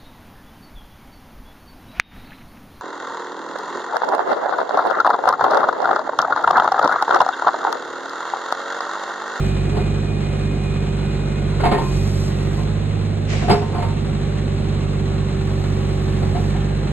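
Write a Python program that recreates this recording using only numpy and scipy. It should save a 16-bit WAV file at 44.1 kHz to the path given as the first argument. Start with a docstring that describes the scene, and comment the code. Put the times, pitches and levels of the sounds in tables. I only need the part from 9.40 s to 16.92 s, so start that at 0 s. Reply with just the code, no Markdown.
"""In a paved yard beside a brick wall, a three-cylinder diesel mini excavator runs at a nearly steady speed.
The exhaust throbs as harmonics of the firing rate and barks through pipe resonances; the pump hums at the 8th.
Rumble, combustion clatter and oil hiss are coloured noises that swell with each firing.
The bucket linkage knocks as decaying modes and clanks when boom and arm change direction.
Thin whines are wavering sines; bursts of bright noise make a puff, then the crack of the big knock."""
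import sys
import numpy as np
from scipy import signal
from scipy.fft import rfft, irfft
from scipy.io import wavfile
from scipy.ndimage import uniform_filter1d

SR = 44100
rng = np.random.default_rng(int(sys.argv[2]) if len(sys.argv) > 2 else 0)


def master(y):
    """Save y as 16-bit WAV."""
    cut = np.clip(np.atleast_2d(y).T, -1, 1)
    pcm = np.round(cut * 32767)  # scale
    wavfile.write(sys.argv[1], SR, pcm.astype(np.int16))


N = 331632

# Engine course; the firing tone rises with load:
# (time [s], firing rate [Hz], firing tone level [dB rms], second harmonic level [dB rms])
ENGINE = [(.0, 48.13, -21.5, -26), (.27, 47.23, -25, -23), (.45, 48.88, -24.5, -23),
          (.7, 49.43, -28, -26.5), (1.0, 48.57, -26, -26.5), (2.0, 48.52, -26, -26.5),
          (2.22, 48.19, -24, -22.5), (2.42, 45.65, -31, -48), (2.55, 47.16, -20.5, -24.5),
          (2.68, 48.58, -25.5, -20.5), (2.98, 47.27, -27, -22.5), (3.2, 49.7, -25, -25),
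          (3.54, 50.6, -30, -22), (3.78, 49.65, -33, -24.5), (3.92, 49.9, -27, -23.5),
          (4.08, 47.52, -26, -26.5), (4.22, 49.9, -36, -24), (4.4, 48.78, -31.5, -25),
          (4.67, 48.95, -27, -26), (5.76, 48.12, -26.5, -23), (6.1, 48.07, -26.5, -23.5),
          (6.92, 46.95, -25.5, -22), (7.12, 48.83, -23.5, -22), (7.52, 48.5, -26, -27.5)]
# Higher harmonics of firing: (multiple [1], level at mean load [dB rms], share of load swing [1], waver [dB])
HARMONICS = [(3, -24, 0.37, 0.14), (4, -30, 0.64, 0.8), (5, -44, 0.25, 1.5), (7, -42, 0.33, 1.5),
             (12, -47, 0.27, 2.5)]
# Pump hum at the 8th multiple of the firing rate: (time [s], level [dB rms])
PUMP_HUM = [(0, -28.5), (.5, -33.5), (1.2, -33), (2.2, -31.5), (2.5, -31.5), (3.1, -31.5), (3.3, -41.5),
            (4.3, -36.5), (4.5, -34.5), (6.0, -30.5), (6.95, -30.5), (7.1, -33.5), (7.52, -32.5)]
# Weaker engine orders, most from unequal cylinders: (multiple of full cycle [1], level [dB rms])
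UNEVEN_ORDERS = [(4, -46), (4.5, -42), (5, -43), (8, -40), (10, -36), (11, -44), (13, -37.5), (13.5, -44),
                 (14, -40.5), (15.5, -47), (16, -49), (17, -47), (18, -45), (19, -50), (20, -41.5),
                 (22, -46), (23, -46), (25, -53), (26, -53), (27, -43.5), (28, -49), (29, -53), (30, -55),
                 (33, -50), (34, -49), (37, -56), (39, -55), (40, -54), (45, -55), (48, -57), (50, -54)]
# Exhaust pipe resonances, before band limiting: (frequency [Hz], level [dB], t60 [s])
PIPE_MODES = [(220, -28.5, 0.06), (334, -40, 0.048)]
BARK_SPREAD_DB, BARK_JITTER_S = 5.5, 0.0008
# Colour of the engine body's rumble: (frequency [Hz], relative level [dB])
RUMBLE_COLOUR = [(25, -36), (60, 2.5), (130, 0), (220, 2), (300, -1), (420, -1.5), (520, -1.5), (650, -8.5),
                 (800, -7.5), (1100, -42)]
RUMBLE_DB, RUMBLE_DB_PER_HZ_SAG = -32, 0.94  # rumble grows as the engine is pulled below its mean speed
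# Colour of the combustion clatter: (frequency [Hz], relative level [dB])
CLATTER_COLOUR = [(500, 7.5), (800, 5.5), (1200, 6), (1700, 2), (2500, 0.5), (3400, -3.5), (4100, 1),
                  (4700, -12), (6000, -11.5), (7000, -14), (8000, -12), (9300, -15), (10200, -16),
                  (11300, -21), (12200, -34)]
CLATTER_DB, CLATTER_LOAD_SHARE = -35, 0.26  # level at mean load; share of the load swing
# Knocks in the linkage:
# (time [s], strength [dB], centre of the modes struck [Hz], spread of the modes [octaves],
#  clank above ring [dB], free ringing [s])
KNOCKS = [(.32, -21, 378, 0.43, 0.5, 0.028), (.345, -28, 607, 0.88, 14, 0.057),
          (.365, -20, 490, 0.6, 11.5, 0.033), (.39, -25.5, 2090, 0.074, -15, 0.071),
          (.406, -20.5, 420.5, 0.39, 5, 0.028), (2.197, -22.5, 1469, 0.67, 17.5, 0.01),
          (2.205, -24, 431, 0.33, 5.5, 0.068), (2.233, -9, 740, 0.26, -2.5, 0.069),
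          (2.24, -22, 440, 0.28, -9.5, 0.066), (2.236, -14, 2432, 0.5, 11, 0.08),
          (2.252, -11.5, 865, 0.36, 9.5, 0.042), (2.313, -11.5, 730, 0.71, 9.5, 0.056),
          (2.313, -18.5, 2780, 1.088, 10, .04), (2.318, -15, 430.5, .25, -7, 0.045),
          (2.32, -5.5, 207.3, 0.65, -15, 0.038), (2.335, -16.5, 1060, 0.13, -11, 0.19),
          (2.344, -14, 1960, 0.14, 1.5, 0.084), (2.378, -10.5, 890, 0.14, 3, 0.036),
          (2.41, -24.5, 1150, .5, 8, .07), (3.171, -30, 474.4, 1.6, -4, .05),
          (3.925, -28, 694, 0.29, 21.5, 0.052), (4.019, -19.5, 586, 0.4, 12, 0.063),
          (4.079, -10.5, 724, 0.21, 7, 0.016), (4.095, -7, 753, 0.3, 13.5, 0.1),
          (4.104, -18.5, 1791, 1.5, 7, 0.045), (4.107, -14, 6440, 1, -21, 0.059),
          (4.109, 3.5, 200, .3, -28, 0.014), (4.108, -4.5, 4900, .1, -20, 0.03),
          (4.172, -24, 5330, .1, -26, .02), (4.11, -6.5, 423, 0.12, -23.5, 0.1),
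          (4.125, -26, 1300, 0.88, 12, 0.056), (4.215, -20, 775, 0.34, 8.5, 0.088),
          (4.325, -22.5, 850, 0.38, 8.5, 0.056), (4.346, -22.5, 860, 0.48, 13, 0.044),
          (4.38, -21, 737, 0.42, 10, 0.063), (4.4, -25, 2200, 0.098, -8, .03),
          (4.422, -15, 925, 0.055, 8, 0.095), (4.43, -36, 2143, .1, -4, .03),
          (4.447, -24, 1130, 0.14, 2, .05), (6.808, -25.5, 690, 0.24, 6.5, 0.027),
          (6.825, -26, 764, 0.1, 16.5, 0.022), (6.947, -15, 705, 0.095, 3, 0.014),
          (6.958, -17, 777, 0.14, 1, .035), (7.143, -21.5, 779.6, 0.13, 1, 0.026)]
# Modes of bucket and arm: (frequency [Hz], relative level [dB], undamped t60 [s])
STEEL_MODES = [(205, 0, .1), (380, -9, .12), (411, 1, 1.1), (462, -7, .18), (600, -8, .12), (707, -1, .5),
               (735, -3, .4), (785, -6, .2), (872, -3, .28), (918, -3, .35), (1044, -4, .9),
               (1125, -7, .25), (1207, -7, .25), (1324, -7, .25), (1430, -7, .25), (1620, -11, .15),
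               (1809, -9, .25), (1868, -9, .22), (2146, -6, .3), (2229, -10, .2), (2476, -11, .2),
               (2665, -9, .25), (3100, -13, .15), (3800, -13, .12), (4097, -15, .12), (4900, -9, .12),
               (5383, -14, .2), (7833, -12, .12), (8161, -10, .1), (11100, -10, .1)]
MODE_SHARE_DB, CLANK_SHARE_DB = -5, -17  # what one mode and the clank take of a knock's strength
STRIKE_S, DAMPED_S, LINGER_DB = .008, .014, -13  # build-up; damping time constant; undamped remainder
RATTLE_DB, RATTLE_HZ = 2.0, 40  # loose parts make each mode flutter
# Colour of the clank: (frequency [Hz], relative level [dB])
CLANK_COLOUR = [(200, 10), (600, 9.0), (1000, 4.5), (2000, -6.0), (3500, -12.5), (4500, -10.0),
                (6000, -31.5), (12000, -14.0)]
# Oil valve openings: (opens fully [s], starts to shut [s], hiss level [dB])
VALVES = [(-.2, 0.092, -41), (2.487, 2.878, -36.5), (2.914, 3.24, -43.5), (6.09, 7.104, -45.5)]
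OPEN_S, SHUT_S = 0.26, 0.035  # rise before full opening; closing time constant
# Colour of the oil hiss: (frequency [Hz], relative level [dB])
HISS_COLOUR = [(1500, -25), (2500, -7), (4200, 13), (5500, 12), (7500, 5.5), (9000, 9), (10300, -21.5),
               (11500, 32), (12200, -15)]
# Bursts of bright noise, a puff, then the crack of the big knock:
# (time [s], rise [s], hold [s], fall [s], level [dB])
BURSTS = [(3.863, 0.041, 0.018, 0.17, -30.5), (4.098, 0.0089, 0.004, 0.058, -46)]
# Colour of the bursts: (frequency [Hz], relative level [dB])
BURST_COLOUR = [(1200, 7.5), (2000, 22.5), (2800, 17), (4000, 11.5), (7000, 8.5), (12000, -28)]
# Thin whines of gears and valves: (start [s], end [s], frequency [Hz], level [dB rms])
WHINES = [(0, .6, 2452, -46), (.59, 1.44, 2457, -44.5), (1.43, 2.1, 2462, -47), (2.42, 2.66, 2468, -46),
          (.7, 2.2, 2125, -54), (2.88, 3.12, 1895, -48), (1.55, 2.2, 1460, -51), (0, 1.6, 730, -46),
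          (5.8, 7.0, 1770, -54), (6.98, 7.56, 1790, -50), (7.1, 7.56, 1625, -50), (4.7, 7.1, 1120, -51),
          (6.0, 7.56, 815, -47)]
# Echoes from wall and houses: (delay [s], level [dB])
ECHOES = [(.021, -9), (.047, -11), (.083, -14)]
# Phase between the two ports: (frequency [Hz], lead of the left [rad])
LEAD = [(0, 0), (260, -.1), (600, 1.2), (1000, 0), (2300, -.3), (4900, -.95 * np.pi), (5500, -1.07 * np.pi),
        (7500, -2 * np.pi), (9600, -2.95 * np.pi), (10800, -3.05 * np.pi), (12500, -4 * np.pi)]
# Likeness of the two ports: (frequency [Hz], likeness 0 to 1 [1])
LIKENESS = [(40, 1), (100, 0.66), (200, 0.7), (500, 0.034), (1200, 0.2), (2500, 0.46), (4000, 0.75),
            (4700, 1), (12000, 1)]
# Level balance of the two ports: (frequency [Hz], left minus right [dB])
TILT = [(50, -1), (110, -6), (190, -3.5), (350, -2), (630, 2), (1130, 0.5), (2030, -0.5), (3660, -1),
        (4600, 0), (12000, 0)]
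CUTOFF_HZ = 12400


def exhaust(turn, load_db, second_db):
    """Harmonic synthesis: phase-locked firing multiples, smeared by the pipe, plus orders of the full cycle."""
    out = np.zeros(N)
    swing_db = load_db - load_db.mean()
    levels = [(1, load_db + .4 * drift(9)), (2, second_db + 1.3 * drift(4))]
    for k, db, share, waver_db in HARMONICS:
        levels.append((round(k), db + share * swing_db + waver_db * drift(5.4)))
    levels.append((8, in_time(PUMP_HUM)[0] + .8 * drift(4.2)))
    for k, db in levels:
        smear = 3.8 + .65 * k * k  # phase quadratic in order spreads the pulse in time
        out += np.sqrt(2) * from_db(db) * np.cos(k * turn + smear + .08 * drift(6))
    for order, db in UNEVEN_ORDERS:
        amplitude = np.sqrt(2) * from_db(db + 1.5 * drift(2.5))
        wander = .25 * drift(1.7) + rng.uniform(0, 2 * np.pi)
        out += amplitude * np.cos(order * turn / 3 + wander)  # three firings per cycle
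    return out


def bark(turn):
    """Impulse excitation of resonators: one click per firing, uneven in strength and time, rings the pipe."""
    fired = np.flatnonzero(np.diff(turn // (2 * np.pi)))
    luck = rng.standard_normal((len(fired), 2))
    at = np.clip(fired + (BARK_JITTER_S * SR * luck[:, 0]).astype(int), 0, N - 1)
    clicks = np.full(N, 1e-18)
    clicks[at] = from_db(BARK_SPREAD_DB * np.clip(luck[:, 1], -2, 2))
    out = np.zeros(N)
    for hz, db, t60 in PIPE_MODES:
        r = from_db(-60 / (t60 * SR))
        w = 2 * np.pi * hz / SR
        out += from_db(db) * signal.lfilter([0, np.sin(w)], [1, -2 * r * np.cos(w), r * r], clicks)
    return signal.sosfilt(signal.butter(3, [60, 400], "band", fs=SR, output="sos"), out)


def firing_gate(turn, depth, sharp):
    """Amplitude modulation: noise swells with each firing, each with a strength of its own."""
    firing = turn / (2 * np.pi)
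    strength = from_db(rng.normal(0, 2.0, int(firing[-1]) + 2))[firing.astype(int)]
    return uniform_filter1d(1 + depth * strength * np.exp(-sharp * (firing % 1)), size=130)


def rumble(turn, hz):
    """Forced vibration of the engine body: low noise that grows as the speed sags."""
    db = RUMBLE_DB + RUMBLE_DB_PER_HZ_SAG * np.maximum(hz.mean() - hz, 0)
    return from_db(db) * coloured(RUMBLE_COLOUR, firing_gate(turn, depth=0.97, sharp=1.2))


def clatter(turn, load_db):
    """Combustion noise: a broad band gated by firing that follows part of the load swing."""
    db = CLATTER_DB + CLATTER_LOAD_SHARE * (load_db - load_db.mean())
    return from_db(db) * coloured(CLATTER_COLOUR, firing_gate(turn, depth=1.0, sharp=0.65))


def knocks():
    """Modal impact: modes near a centre ring until the pin seats and damps them, plus a dying noise clank."""
    hz, db, t60 = np.array(STEEL_MODES).T[:, :, None]
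    t = np.arange(SR // 2) / SR
    luck = rng.standard_normal((len(KNOCKS), len(STEEL_MODES), 1))
    phase = rng.uniform(0, 2 * np.pi, luck.shape)
    flutter = RATTLE_DB * np.pad([drift(RATTLE_HZ) for _ in STEEL_MODES], ((0, 0), (0, len(t))))
    ring, clicks = np.zeros(N + len(t)), np.zeros(N)
    for k, (s, strength_db, centre_hz, spread, clank_db, free) in enumerate(KNOCKS):
        at = round(s * SR)
        near_db = -6 * (np.log2(hz / centre_hz) / spread) ** 2
        mode_db = strength_db + db + MODE_SHARE_DB + near_db + 2.7 * luck[k]
        mode_db = mode_db + flutter[:, at:at + len(t)] - 60 * t / t60
        modes = from_db(mode_db) * np.sin(2 * np.pi * hz * t + phase[k])
        damping = np.maximum(np.exp(-np.maximum(t - free, 0) / DAMPED_S), from_db(LINGER_DB))
        ring[at:at + len(t)] += modes.sum(axis=0) * np.minimum(t / STRIKE_S, 1) * damping
        clicks[at] += from_db(strength_db + clank_db + CLANK_SHARE_DB)
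    dying = signal.lfilter([1], [1, -from_db(-60 / (.22 * SR))], clicks + 1e-18)  # t60 0.22 s
    dying = signal.lfilter([.01], [1, -.99], dying)  # the clank builds over a few ms
    return ring[:N], dying * coloured(CLANK_COLOUR, 1)


def oil_hiss(turn):
    """Turbulent flow noise: each valve opening swells, holds and dies away."""
    t = np.arange(N) / SR
    flow = np.zeros(N)
    for opened, end, db in VALVES:
        swell = np.clip((t - opened) / OPEN_S + 1, 0, 1) ** 2
        flow += from_db(db) * swell * np.exp(-np.maximum(t - end, 0) / SHUT_S)
    return flow * from_db(1.2 * drift(5)) * coloured(HISS_COLOUR, firing_gate(turn, depth=.3, sharp=5.0))


def bursts():
    """Noise bursts: bright broad noise rises quickly, holds, dies away exponentially."""
    t, shape = np.arange(N) / SR, np.zeros(N)
    for s, rise, hold, fall, db in BURSTS:
        swell = np.clip((t - s) / rise, 0, 1) ** 2
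        shape += from_db(db) * swell * np.exp(-np.maximum(t - s - rise - hold, 0) / fall)
    return shape * coloured(BURST_COLOUR, 1)


def whines():
    """Narrow-band tones: sines slightly wavering in level and phase that fade in and out."""
    t, out = np.arange(N) / SR, np.zeros(N)
    for start, end, hz, db in WHINES:
        fade = np.clip(np.minimum(t - start, end - t) / 0.011, 0, 1)
        amplitude = np.sqrt(2) * from_db(db + 2.0 * drift(12))
        out += fade * amplitude * np.sin(2 * np.pi * hz * t + .9 * drift(12))
    return out


def scattered(x):
    """Reflection: walls return a few delayed, weaker copies; the direct part is left out."""
    out = np.zeros(N)
    for s, db in ECHOES:
        lag = round(s * SR)
        out[lag:] += from_db(db) * x[:-lag]
    return out


def coloured(spectrum, gate):
    """Spectral shaping: two unrelated gated noises of one colour, each of rms 1."""
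    white = gate * rng.standard_normal((2, N))
    return rms_one(irfft(rfft(white) * from_db(at_hz(spectrum)), N))


def drift(rate):
    """Low-pass random fluctuation: slow chance of rms 1, with its corner near rate [Hz]."""
    r = np.exp(-80 * np.pi * rate / SR)  # computed at every 40th sample
    slow = signal.lfilter([1], [1, -2 * r, r * r], rng.standard_normal(N // 40 + 2002))[2000:]
    return np.interp(np.arange(N) / 40, np.arange(len(slow)), rms_one(slow))


def from_db(db):
    """Decibel law: the amplitude ratio of a level."""
    return 10 ** (np.asarray(db) / 20)


def rms_one(x):
    """Normalization of power: scale to rms 1."""
    return x / np.sqrt(np.mean(x ** 2, axis=-1, keepdims=True) + 1e-20)


def in_time(rows):
    """Linear interpolation: the columns of a table at every sample."""
    s, *columns = np.transpose(rows)
    return [np.interp(np.arange(N) / SR, s, c) for c in columns]


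def at_hz(points, log=True):
    """Interpolation over frequency: a table read at every FFT bin."""
    hz, value = np.transpose(points)
    bins = np.arange(N // 2 + 1) * SR / N
    if log:
        return np.interp(np.log(bins + 1), np.log(hz + 1), value)
    return np.interp(bins, hz, value)


def scene():
    """Two-port coherence: direct and scattered parts mix into two ports a little apart."""
    hz, load_db, second_db = in_time(ENGINE)
    turn = 2 * np.pi * np.cumsum(hz) / SR  # one revolution of phase per firing
    ring, clank = knocks()
    ring = ring + .4 * scattered(ring)
    tones = exhaust(turn, load_db, second_db) + bark(turn) + whines() + ring
    tones = tones * signal.windows.tukey(N, .001)  # soft ends
    noise = rumble(turn, hz) + clatter(turn, load_db) + oil_hiss(turn) + clank
    direct, diffuse = rfft(noise + [tones, 0.097 * scattered(tones)])
    alike = np.clip(at_hz(LIKENESS), 0, 1)
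    side = np.array([[1], [-1]])  # left, right
    ports = (np.sqrt(1 + alike) * direct + side * np.sqrt(1 - alike) * diffuse) / np.sqrt(2)
    ports = ports * from_db(side * at_hz(TILT) / 2) * np.exp(.5j * side * at_hz(LEAD, log=False))
    return irfft(ports, N) + bursts()  # the bursts reach each port as unrelated noise


def record(dry):
    """Saturation and band limiting: peaks are rounded, the top is cut."""
    rounded = 1.2 * np.tanh(dry / 1.2)
    return signal.sosfilt(signal.cheby2(12, 70, CUTOFF_HZ, fs=SR, output="sos"), rounded)


dry = scene()
out = record(dry)
master(out)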